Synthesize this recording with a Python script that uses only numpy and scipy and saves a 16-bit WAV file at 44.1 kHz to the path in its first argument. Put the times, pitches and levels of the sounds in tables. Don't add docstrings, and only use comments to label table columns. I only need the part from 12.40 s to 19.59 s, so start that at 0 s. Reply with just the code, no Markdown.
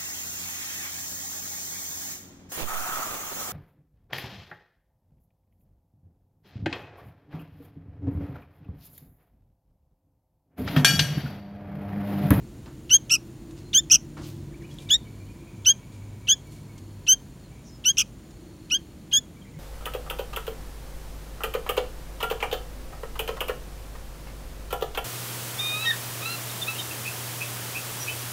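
import sys
import numpy as np
from scipy import signal
from scipy.fft import rfft, irfft, next_fast_len
from scipy.io import wavfile
from scipy.ndimage import uniform_filter1d

SR = 44100
rng = np.random.default_rng(int(sys.argv[2]) if len(sys.argv) > 2 else 0)


def volts(x):
    e = np.asarray(x, float) / 20
    return 10 ** e


def inscribe(sig):
    pcm = np.round(np.clip(np.atleast_2d(sig).T, -1, 1) * 32767)
    wavfile.write(sys.argv[1], SR, pcm.astype(np.int16))


N = 317079
TIME = np.arange(N) / SR
PADDED = next_fast_len(N, True)

# [f/Hz, density/dB per Hz]
AIR_SPECTRUM = [(240, -33.5), (400, -2.5), (1330, -14), (3810, -18), (4310, -18), (5030, -21.5),
                (7060, -18.5), (7750, -25), (9610, -19.5), (10500, -27), (16000, -25)]
# [f/Hz, density/dB per Hz]
TRAFFIC_SPECTRUM = [(20, -19), (35, -8), (52, -0.5), (80, -6), (170, -5.5), (330, -11.5), (420, -21),
                    (700, -33)]
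# [t/s, level/dB]
RUMBLE_LEVEL = [(0.0, -47.5), (.7, -50.5), (2.0, -47), (3.6, -51.5), (5.5, -51), (7.19, -50)]
# [middle t/s, half length/s, level/dB]
TYRE_WHINE = [(1.1, 2.7, -72), (3.7, 1.8, -65.5), (7.0, 0.88, -72)]
# [middle t/s, half length/s, level/dB]
LOW_ENGINE = [(.2, 0.064, -47), (1.25, 0.1, -42.5), (1.95, 0.13, -39), (2.48, 0.034, -38.5),
              (2.78, 0.17, -40), (3.22, 0.094, -40.5), (3.7, 0.23, -38), (4.2, 0.17, -44.5),
              (4.52, 0.16, -39), (5.1, 0.1, -48), (5.8, 0.43, -70), (7.1, 0.19, -50.5)]
# [t/s, f/Hz, level/dB]
SECOND_ENGINE = [(0.0, 126, -46), (1.05, 126, -47), (1.249, 143, -47), (2.0, 145, -39.5), (3.05, 143, -53),
                 (3.2, 120, -50), (3.9, 120, -48.5), (4.05, 145, -45), (4.7, 146, -56), (4.9, 127, -49.5),
                 (6.5, 125, -60), (6.9, 150, -66), (7.19, 152, -39.5)]
# [middle t/s, half length/s, level/dB]
HIGH_ENGINE = [(.2, 0.58, -55.5), (1.15, 0.34, -50.5), (2.0, 0.44, -48.5), (3.1, 0.24, -58),
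               (4.4, 0.31, -59.5), (6.25, 0.44, -54)]
# [f/Hz, width/Hz, level/dB, pulses/s, groups/s]
INSECT_CHOIRS = [(6611, 250, -80, 69, 2.5), (6822, 400, -79, -0.5, 0), (4300, 150, -87.5, 1, -3),
                 (8234, 500, -82.5, 55.5, 1), (9664, 250, -81, 79.5, 22), (11320, 600, -79.5, 0.5, 0)]
# [middle t/s, half length/s, level/dB]
KATYDID_SWELLS = [(1.2,0.9,-76.5),(2.75,.3,-71.5),(4.5,0.63,-72),(6.2,0.51,-69.5)]
# [f/Hz, level/dB]
CRICKET_STROKES = [(7000,-67),(7170,-65),(7230,-65)]
# [t/s, lag/bars]
CRICKET_DRAG = [(0,-.5),(2.2,.2),(4.3,.87),(4.8,1),(5.4,1),(6,1.35),(7.2,1.75)]
# [middle t/s, half length/s, level/dB]
SMEARED_CALL = [(5.255, .025, -72.5), (5.285, 0.033, -58.5)]
# [t/s, length/s, start f/Hz, end f/Hz, level/dB]
FAR_GLIDES = [(1.23, 0.09, 4090, 4280, -62.5), (2.113, 0.027, 2150, 1445, -62),
              (2.133, 0.031, 2100, 2570, -53.5), (2.204, 0.03, 2400, 1490, -54),
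              (2.229, 0.036, 2175, 2660, -53), (2.23, 0.05, 2950, 2900, -62), (2.28, 0.04, 2900, 2950, -61),
              (2.301, 0.025, 3250, 3350, -56), (2.39, .012, 3000, 2700, -52), (2.4, .02, 3850, 3900, -55),
              (2.64, .04, 3000, 3060, -66), (2.858, 0.038, 2950, 3140, -62),
              (2.385, 0.0043, 3900, 2900, -41), (5.034, 0.014, 4500, 4120, -63),
              (5.037, 0.035, 4200, 4150, -58), (5.255, 0.031, 6310, 5500, -67.5),
              (5.27, 0.022, 5650, 5150, -61), (5.28, 0.032, 5180, 5100, -60.5),
              (5.309, 0.072, 5150, 5100, -55.5), (7.014, 0.02, 3330, 3036, -57.5),
              (7.044, 0.019, 2250, 1860, -56.5), (7.061, 0.016, 1900, 2250, -62),
              (7.122, .014, 2900, 2410, -62), (7.136, 0.024, 2200, 1840, -58),
              (7.158, 0.029, 2200, 2150, -56)]
# [t/s, f/Hz, level/dB]
FAR_REPEATS = [(2.27, 2390, -65), (2.39, 2420, -56), (2.455, 2380, -57), (2.65, 2310, -59.5),
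               (2.72, 2320, -64), (2.795, 2390, -56), (2.88, 2430, -57), (2.99, 2420, -59.5),
               (3.0, 2270, -65), (3.065, 2495, -57.5), (3.11, 2470, -63), (3.18, 2350, -60),
               (3.32, 2430, -64), (3.41, 2294, -62.5), (3.49, 2350, -68), (3.54, 2420, -67),
               (3.61, 2310, -60.5), (3.7, 2330, -65.5), (3.83, 2280, -60.5), (3.95, 2320, -66),
               (4.05, 2322, -58), (4.15, 2310, -63), (4.28, 2260, -61), (4.35, 2210, -61.5),
               (5.14, 2310, -67), (6.955, 2320, -61.5), (7.06, 2365, -62)]
# [middle t/s, half length/s, level/dB]
FAR_THREAD = [(3.3, 1, -68.5), (5.16, 0.061, -67), (7.1, 0.12, -70)]
# [t/s, rise/s, fall/s, centre f/Hz, level/dB]
RAIL_RUSTLES = [(.26, 0.0018, 0.013, 2150, -53), (.27, 0.012, 0.038, 801, -50.5),
                (1.11, 0.0016, 0.0092, 3935, -53.5), (1.769, 0.00112, 0.083, 888, -44),
                (1.776, 0.00433, 0.12, 2638, -55), (1.861, 0.038, 0.072, 3510, -50.5),
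                (1.88, 0.0338, 0.056, 8410, -52), (2.224, .002, .01, 3500, -60),
                (2.3, 0.0019, 0.17, 3454, -60), (2.33, .02, 0.022, 3500, -65.5),
                (1.19, 0.021, 0.035, 3500, -57), (1.82, .005, .02, 4500, -60.5),
                (2.34, 0.0022, 0.013, 8040, -56), (2.386, 0.0012, 0.012, 4967, -54.5),
                (2.42, 0.016, 0.081, 5433, -56.5), (3.53, 0.011, 0.064, 4950, -60),
                (4.071, 0.0054, .02, 7935, -60), (4.131, 0.024, 0.09, 5955, -56.5),
                (4.38, 0.00188, 0.0114, 4415, -52.5), (5.908, 0.0019, 0.0089, 4000, -55)]
# [t/s, start f/Hz, level/dB, octave over it/dB, length/s]
SYRINX_CATCHES = [(0.492, 3100, -27.5, -19.5, 0.012), (0.6933, 3160, -26.5, -1, 0.012),
                  (1.3279, 3630, -23.5, -32.5, 0.012), (1.4967, 3090, -28, 8, 0.004),
                  (2.487, 3690, -29.5, -26, 0.013), (3.2455, 3400, -28.5, -14, 0.0115),
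                  (3.868, 3160, -30, -21, 0.014), (4.6635, 3160, -29, -24, 0.011),
                  (5.4375, 3140, -30.5, -21.5, 0.014), (5.5675, 3150, -26.5, 2, 0.0056),
                  (6.297, 3130, -33, -15, 0.01), (6.711, 3350, -32, -27, 0.014)]
# [t/s, length/s, plateau f/Hz, closing f/Hz, 2nd partial level/dB]
CALLS = [(0.504, 0.068, 1476, 1618, -19.5), (0.702, 0.07, 1335, 1281, -23), (1.34, 0.064, 1549, 1772, -19),
         (1.503, 0.07, 1319, 1269, -24), (2.502, 0.064, 1594, 1882, -16), (3.257, 0.069, 1492, 1625, -19.5),
         (3.881, 0.065, 1532, 1702, -19), (4.676, 0.073, 1498, 1599, -20), (5.45, 0.071, 1475, 1649, -21.5),
         (5.574, 0.06, 1298, 1265, -23), (6.308, 0.068, 1410, 1622, -22.5), (6.725, 0.068, 1612, 1726, -19)]
# [4th partial early/dB, 4th late/dB, upper partials/dB]
CALL_BEAKS = [(1, 13.5, -24), (5.5, 3.5, -11.5), (4, 3, -19.5), (13.5, 12, -11), (-3.5, -10.5, -26),
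              (5.5, 4.5, -21), (2.5, 0, -22.5), (5, 9, -18.5), (2, 4, -19), (5.5, 1, -13), (-3, -6.5, -24),
              (-2, 4.5, -22)]
# [slide-up share, overshoot share, climb start/s, climb stop before the end/s]
CALL_BENDS = [(0.11, .005, 0.018, 0.018), (0.06, 0.0099, 0.008, 0.02), (0.07, 0.039, .024, 0.0066),
              (0.07, 0.0078, 0.03, .012), (0.098, .03, 0.01413, 0.0035), (.14, 0.017, .024, 0.02),
              (0.14, 0.024, 0.022, 0.0091), (0.15, 0.018, .016, 0.0075), (0.11, 0.012, 0.023, 0.0088),
              (.06, 0.01, .016, .008), (0.13, 0.048, 0.02, .008), (0.11, .03, 0.03, 0.0073)]
# [swell/dB, release/dB, loss as the beak opens/dB]
CALL_BREATHS = [(0.2,-2.5,2.5),(-0.5,-1.5,15.5),(1.5,2,-1.4),(1.4,1.1,16),(-0.1,1,4.5),(0.5,-0.5,-3),(0.8,8.5,14),(-2.5,4,7),(-0.1,5,2),(-1.8,6,6),(0.5,4.5,-5.54),(-2,-0.5,12)]
# [t/s, rise/Hz, width/ms]
TRILL_FLICKS = [(0.7127, 41, 2.1), (0.7209, 126, 1.4), (0.7252, -46, 0.9), (0.7276, 136, 1.7),
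                (0.7337, 116, 1.3), (0.7399, 195, 1.7), (0.7468, 142, 1.4), (0.7536, 189, 1.4),
                (0.7606, -37, 2.2), (0.77, 60, 1.6), (1.5125, 59, 0.9), (1.5174, 190, 1.5),
                (1.5231, 331, 1.5), (1.53, 293, 1.5), (1.5345, -86, 0.9), (1.5365, 181, 1.8),
                (1.5435, 241, 1.4), (1.5504, 367, 1.6), (1.5576, 236, 1.5), (1.5622, -34, 1.0),
                (1.5693, 272, 2.2), (5.5802, 102, 2.1), (5.5846, 272, 1.3), (5.5908, 400, 1.5),
                (5.5974, 400, 1.4), (5.602, -65, 0.9), (5.6058, 262, 1.2), (5.6117, 384, 1.4),
                (5.6165, -148, 1.0), (5.6206, 356, 2.0), (5.6224, -200, 1.7)]
# [t/s, rise/Hz, width/ms]
PITCH_WAVERS = [(0.5064, 36, 0.9), (0.5212, 13, 3.5), (0.531, -11, 2.6), (0.548, 13, 4.0),
                (0.5657, -17, 1.2), (0.575, 69, 3.6), (1.3411, -44, 0.9), (1.3454, -33, 1.1),
                (1.355, -33, 1.4), (1.364, 30, 0.9), (1.3794, 51, 1.9), (1.3914, 28, 1.7), (1.402, 35, 1.5),
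                (2.5128, 191, 2.7), (2.5135, -126, 1.4), (2.5219, 85, 1.1), (2.5265, 45, 1.0),
                (2.5322, 102, 1.1), (2.5441, 91, 1.1), (2.558, 35, 1.5), (3.2599, 31, 0.9),
                (3.268, 29, 0.9), (3.2768, 22, 1.3), (3.2936, 21, 1.4), (3.3046, -23, 1.5),
                (3.3139, 15, 2.3), (3.8903, 66, 0.9), (3.8948, 44, 0.9), (3.9007, 90, 1.1),
                (3.9042, -33, 0.9), (3.9167, 74, 1.1), (3.9228, 35, 0.9), (3.929, 30, 1.2),
                (4.6803, 21, 1.5), (4.6866, -14, 4.0), (4.6871, 40, 0.9), (4.696, 32, 1.0),
                (4.7001, -18, 4.0), (4.7102, -11, 1.4), (5.4573, -29, 1.5), (5.4628, -21, 0.9),
                (5.4827, -18, 3.4), (5.4935, 14, 1.0), (5.5109, -18, 2.6), (6.3181, -50, 1.8),
                (6.3259, 27, 2.3), (6.3456, 38, 1.1), (6.3507, 67, 1.9), (6.3672, -35, 0.9),
                (6.3725, 57, 1.4), (6.7275, -25, 3.5), (6.7332, 64, 2.0), (6.7394, -43, 0.9),
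                (6.7508, -23, 0.9), (6.7578, 19, 1.8), (6.7678, -14, 4.0), (6.789, 35, 1.4)]
# [t/s, level/dB, width/ms]
BREATH_PUSHES = [(.555, -2, 5), (.74, 1.5, 2.5), (.754, -1, 4.2), (1.36, -0.5, 2), (1.385, 0, 4.7),
                 (1.518, 1, 2), (1.537, -2, 2), (1.565, -3, 3.4), (2.525, -1, 1.3), (2.545, 0.5, 4),
                 (3.27, 0, 4), (3.91, 0.5, 4), (3.918, 1, 1.5), (4.72, 0.5, 5.2), (5.485, 1, 5),
                 (5.585, 2, 2.1), (5.598, 0, 1.8), (5.62, -1, 2.7), (6.33, 0.5, 5.6), (6.348, 1.5, 4),
                 (6.735, 0.5, 3.7)]
# [multiple, level under the 2nd/dB, gain per 200 Hz of pitch/dB]
ODD_PARTIALS = [(1, -22.5, -0.5), (3, -24, 5.5)]
# [multiple, level in the group/dB]
UPPER_PARTIALS = [(5, -11.5), (6, -3), (7, -8), (8, -2), (9, -17), (10, -10.5), (11, -18)]
# [f/Hz, width/Hz]
VOCAL_RESONANCES = [
    (3200, 2600),
    (6050, 1500),
]
# [f/Hz, level/dB]
OPEN_BEAK = [(6500, 6.5), (8000, 1.5), (9500, -2.5), (10500, -7), (12000, 3), (13200, -7.5), (14500, -6.5),
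             (15600, 1.5), (17000, -1)]

SCOOP_S = .013
ATTACK_S, ATTACK_DB, SWELL_DB, RELEASE_S, RELEASE_DB = 0.015, 8.5, 0.7, .02, 15.5
OPEN_S, OPEN_DB, SHUT_S, SHUT_DB = .017, 25, 0.03, 10


def rms_one(x):
    return x / np.sqrt(np.mean(x ** 2) + 1e-20)


def drift(rate):
    r = np.exp(-2 * np.pi * rate / SR)
    return rms_one(signal.lfilter([1], [1, -2 * r, r * r], rng.standard_normal(N + SR))[SR:])


def coloured(spectrum):
    hz, db = np.transpose(spectrum)
    grid = np.arange(PADDED // 2 + 1) * SR / PADDED + 1
    gain = volts(np.interp(np.log(grid), np.log(hz), db, left=-70, right=-70))
    return rms_one(irfft(rfft(rng.standard_normal(PADDED)) * gain, PADDED)[:N])


def narrow(hz, width_hz):
    r = np.exp(-np.pi * width_hz / SR)
    a = [1, -2 * r * np.cos(2 * np.pi * hz / SR), r * r]
    once = signal.lfilter([1, 0, -1], a, rng.standard_normal(N))
    return rms_one(signal.lfilter([1, 0, -1], a, once))


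def resonance(hz, centre_hz, width_hz):
    return 1 / np.sqrt(1 + (2 * (hz - centre_hz) / width_hz) ** 2)


def hum(hz, waver_hz):
    return np.sqrt(2) * np.sin(2 * np.pi * np.cumsum(hz + waver_hz * drift(4)) / SR)


def surges(rows, steep):
    return sum(volts(db) * np.exp(-np.abs((TIME - s) / half) ** steep) for s, half, db in rows)


def bumps(rows):
    out = np.zeros(N)
    for s, height, width_ms in rows:
        at = slice(round((s - .015) * SR), round((s + .015) * SR))
        out[at] += height * np.exp(-.5 * (1000 * (TIME[at] - s) / width_ms) ** 2)
    return out


def ramp(t, length):
    return np.clip(1 - t / length, 0, 1) ** 2


def air():
    return volts(-57) * coloured(AIR_SPECTRUM)


def traffic():
    rumble = volts(np.interp(TIME, *np.transpose(RUMBLE_LEVEL)) + 5.0) * coloured(TRAFFIC_SPECTRUM)
    return rumble + volts(-3.5) * surges(TYRE_WHINE, steep=4.3) * narrow(965, 160)


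def engines():
    s, second_hz, second_db = np.transpose(SECOND_ENGINE)
    low = volts(-4.0) * surges(LOW_ENGINE, steep=3.9) * hum(102, 3.32)
    second = volts(np.interp(TIME, s, second_db) - 3.5) * hum(np.interp(TIME, s, second_hz), 2.5)
    upper = narrow(334, 13.0) + 0.84 * narrow(303.5, 3.0) + .5 * narrow(352, 6.1)
    return low + second + volts(-0.5) * surges(HIGH_ENGINE, steep=3.2) * upper


def insects():
    out = np.zeros(N)
    for hz, width_hz, db, pulses, groups in INSECT_CHOIRS:
        pulse = (1.0 + np.sin(2 * np.pi * pulses * TIME + .5 * drift(3))) ** (2 if pulses else 0)
        group = 1 + .9 * np.sin(2 * np.pi * groups * TIME + 1.4)
        out += volts(db + 0.3 * drift(1.0)) * rms_one(pulse * group) * narrow(hz, width_hz)
    return out


def katydid():
    return surges(KATYDID_SWELLS, steep=3.0) * narrow(4330, 130)


def cricket():
    bars_per_s, stroke_s, stroke_width_s = 19.4, .0118, .0022
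    bar = bars_per_s * TIME - np.interp(TIME, *np.transpose(CRICKET_DRAG))
    beat_s = ((bar + .5) % 1 - .5) / bars_per_s
    turns = np.cumsum(1 + .012 * drift(30)) / SR
    strokes = np.zeros(N)
    for k, (hz, db) in enumerate(CRICKET_STROKES):
        shape = np.exp(-.5 * ((beat_s - (k - 1) * stroke_s) / stroke_width_s) ** 2)
        strokes += volts(db) * shape * np.sin(2 * np.pi * hz * turns)
    return volts(3 + 1.5 * drift(15)) * strokes


def smeared_call():
    return surges(SMEARED_CALL, steep=2.5) * narrow(5900, 1300)


def far_birds():
    out, blur, warble = np.zeros(N), .85 + .3 * drift(90), 1 + .007 * drift(25)
    repeats = [(s, 0.048, hz, hz - 50, db) for s, hz, db in FAR_REPEATS]
    for s, length, start_hz, end_hz, db in FAR_GLIDES + repeats:
        at = slice(round(s * SR), round((s + length) * SR))
        part = (TIME[at] - s) / length
        hz = (start_hz + (end_hz - start_hz) * part) * warble[at]
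        whistle = np.sin(2 * np.pi * np.cumsum(hz) / SR)
        out[at] += np.sqrt(2) * volts(db) * np.sin(np.pi * np.clip(part, 0, 1)) * whistle
    thread = surges(FAR_THREAD, steep=3.2) * volts(1.4 * drift(27)) * narrow(2306, 300)
    return out * blur + thread


def garden(x):
    t60_s = 0.23
    t = TIME[:SR // 2]
    tail = rng.standard_normal(len(t)) * volts(-60 * t / t60_s) * np.clip(t / 0.0053, 0, 1)
    tail = signal.lfilter([1], [1, -.4], tail)
    return signal.fftconvolve(x, tail / np.sqrt(np.sum(tail ** 2)))[:N]


def rustles():
    out, grain = np.zeros(N), rng.standard_normal(N) * volts(1.7 * drift(150))
    for s, rise, fall, hz, db in RAIL_RUSTLES:
        at = slice(max(round((s - .2) * SR), 0), round((s + 0.58) * SR))
        t = TIME[at] - s
        shape = np.where(t < 0, np.exp(-(t / rise) ** 2), np.exp(-np.abs(t) / fall))
        band = signal.butter(2, [hz / 2.3, min(hz * 1.9, .45 * SR)], "band", fs=SR)
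        out[at] += volts(db) * shape * rms_one(signal.lfilter(*band, grain[at]))
    return out


def catches():
    out, rasp = np.zeros(N), narrow(3010, 2000) + 0.28 * narrow(6006, 2300)
    for s, start_hz, db, octave_db, length in SYRINX_CATCHES:
        at = slice(round(s * SR), round((s + 2.3 * length) * SR))
        t = TIME[at] - s - .002
        part = np.clip(t / (1.1 * length), 0, 1)
        phase = 2 * np.pi * np.cumsum(start_hz - 650 * part) / SR
        stutter = .65 - 0.46 * np.cos(2 * np.pi * t / 0.0041)
        tone = np.sin(phase) + volts(octave_db) * np.sin(2 * phase)
        blip = tone * (1 - part) ** 2.5 * stutter
        out[at] += volts(db) * np.sin(np.pi * part ** 0.96) * (2.4 * blip + 0.8 * part * rasp[at])
    return out


def gesture(t, call, mouth, bend, push):
    length, plateau_hz, closing_hz, db = call
    early_db, late_db, upper_db = mouth
    scoop, overshoot, climb_from, climb_ends = bend
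    swell_db, release_db, open_db = push
    left = length - t
    climb = np.clip((t - climb_from) / (length - climb_ends - climb_from), 0, 1)
    slide = np.clip(1 - t / SCOOP_S, 0, 1)
    hz = plateau_hz * (1 - scoop * slide + overshoot * np.exp(-((t - SCOOP_S) / 0.0047) ** 2))
    hz += (closing_hz - plateau_hz) * np.sin(climb * 1.1) / np.sin(1.1)
    level_db = db - ATTACK_DB * ramp(t, ATTACK_S) + (SWELL_DB + swell_db) * climb
    level_db -= (RELEASE_DB + release_db) * ramp(left, RELEASE_S)
    brighten_db = (late_db - early_db) * climb
    fourth_db = early_db + brighten_db - SHUT_DB * ramp(left, SHUT_S)
    fourth_db -= (OPEN_DB * scoop / 0.17 + open_db) * ramp(t, OPEN_S)
    high_db = upper_db + brighten_db + climb - 3.3 * ramp(t, OPEN_S) - 4.0 * ramp(left, SHUT_S)
    return [uniform_filter1d(curve, size=60) for curve in (hz, level_db, fourth_db, high_db)]


def chick():
    out, wobble, rough, breath = np.zeros(N), drift(400), drift(300), rng.standard_normal(N)
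    flicks, wavers, pushes_db = bumps(TRILL_FLICKS), bumps(PITCH_WAVERS), bumps(BREATH_PUSHES)
    hoarseness = rms_one(uniform_filter1d(breath, size=16))
    slow_flicks = uniform_filter1d(flicks, size=SR // 140)
    throat_res, beak_res = VOCAL_RESONANCES
    for (s, *call), mouth, bend, push in zip(CALLS, CALL_BEAKS, CALL_BENDS, CALL_BREATHS):
        length = call[0]
        at = slice(round((s - .004) * SR), round((s + length + .007) * SR))
        t = TIME[at] - s
        flick, slow, rasp, push_db = flicks[at], slow_flicks[at], rough[at], pushes_db[at]
        base, level_db, fourth_db, high_db = gesture(np.clip(t, 0, length), call, mouth, bend, push)
        hz = (base + flick + wavers[at]) * (1 + (.002 + slow / 60000) * wobble[at])
        phase = 2 * np.pi * np.cumsum(hz) / SR
        mean_hz = base + slow
        throat = resonance(2 * hz, *throat_res) / resonance(2 * mean_hz, *throat_res)
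        beak = (resonance(4 * hz, *beak_res) / resonance(4 * mean_hz, *beak_res)) ** 2.2

        hiss = (.018 + slow / 5000) * hoarseness[at] * np.sin(4.4 * phase)
        voice = throat * np.sin(2 * phase)
        voice += beak * volts(fourth_db + push_db) * (np.sin(4 * phase) + hiss)
        voice *= volts(push_db)
        voice *= volts(0.011 * (flick - slow))
        voice *= 1 + (.03 + slow / 6000) * rasp

        settled = np.clip((t + .002) / 0.012, 0, 1)
        ending = np.clip((length + .001 - t) / .002, 0, 1)
        effort_db = level_db + 28.5
        odd_db = -.65 * (level_db - level_db.max()) - .3 * effort_db.max() + 1.4 * rasp
        odd = 0
        for k, db, slope_db in ODD_PARTIALS:
            odd = odd + volts(db + slope_db * (mean_hz - 1500) / 200) * np.sin(k * phase + k)
        voice += settled * ending * volts(odd_db) * odd

        upper = 0
        for k, db in UPPER_PARTIALS:
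            gape_db = np.interp(k * hz, *np.transpose(OPEN_BEAK))
            upper = upper + settled ** (1.5 * (k % 2)) * volts(db + gape_db) * np.sin(k * phase + k * k)
        second_half = np.clip(t / length * 2 - 1, 0, 1)
        upper *= (1 + .3 * rasp) * volts(-9 * second_half ** 2 * (hz - 1300) / 400)
        upper *= volts(0.35 * effort_db)
        airy = np.diff(breath[at], prepend=0) * (0.059 + np.abs(slow) / 600)
        voice += volts(high_db) * (upper + airy)

        if flick.max() > 180:
            voice *= volts(-10 * ramp(np.maximum(length + .002 - t, 0), 0.029))
        edge = np.clip(np.minimum((t - t[0]) / .007, (t[-1] - t) / .009), 0, 1) ** 1.5
        out[at] += np.sqrt(2) * volts(level_db) * edge * voice
    return out


def scene():
    background = air() + traffic() + engines() + insects() + katydid() + cricket() + smeared_call()
    far, near = far_birds(), catches() + chick()
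    echoes = garden(volts(-33) * near + .3 * far)
    mono = background + far + echoes + rustles() + near
    return np.array([mono, mono])


def top_cut(x):
    return signal.sosfilt(signal.butter(12, 16430, fs=SR, output="sos"), x)


def record(dry):
    hz = np.arange(PADDED // 2 + 1) * SR / PADDED
    gain = (hz < 15850) / np.sqrt(1 + (35 / (hz + 1)) ** 8)
    mix = irfft(rfft(dry, PADDED) * gain, PADDED)[:, :N]
    return top_cut(mix)


dry = scene()
out = record(dry)
inscribe(out)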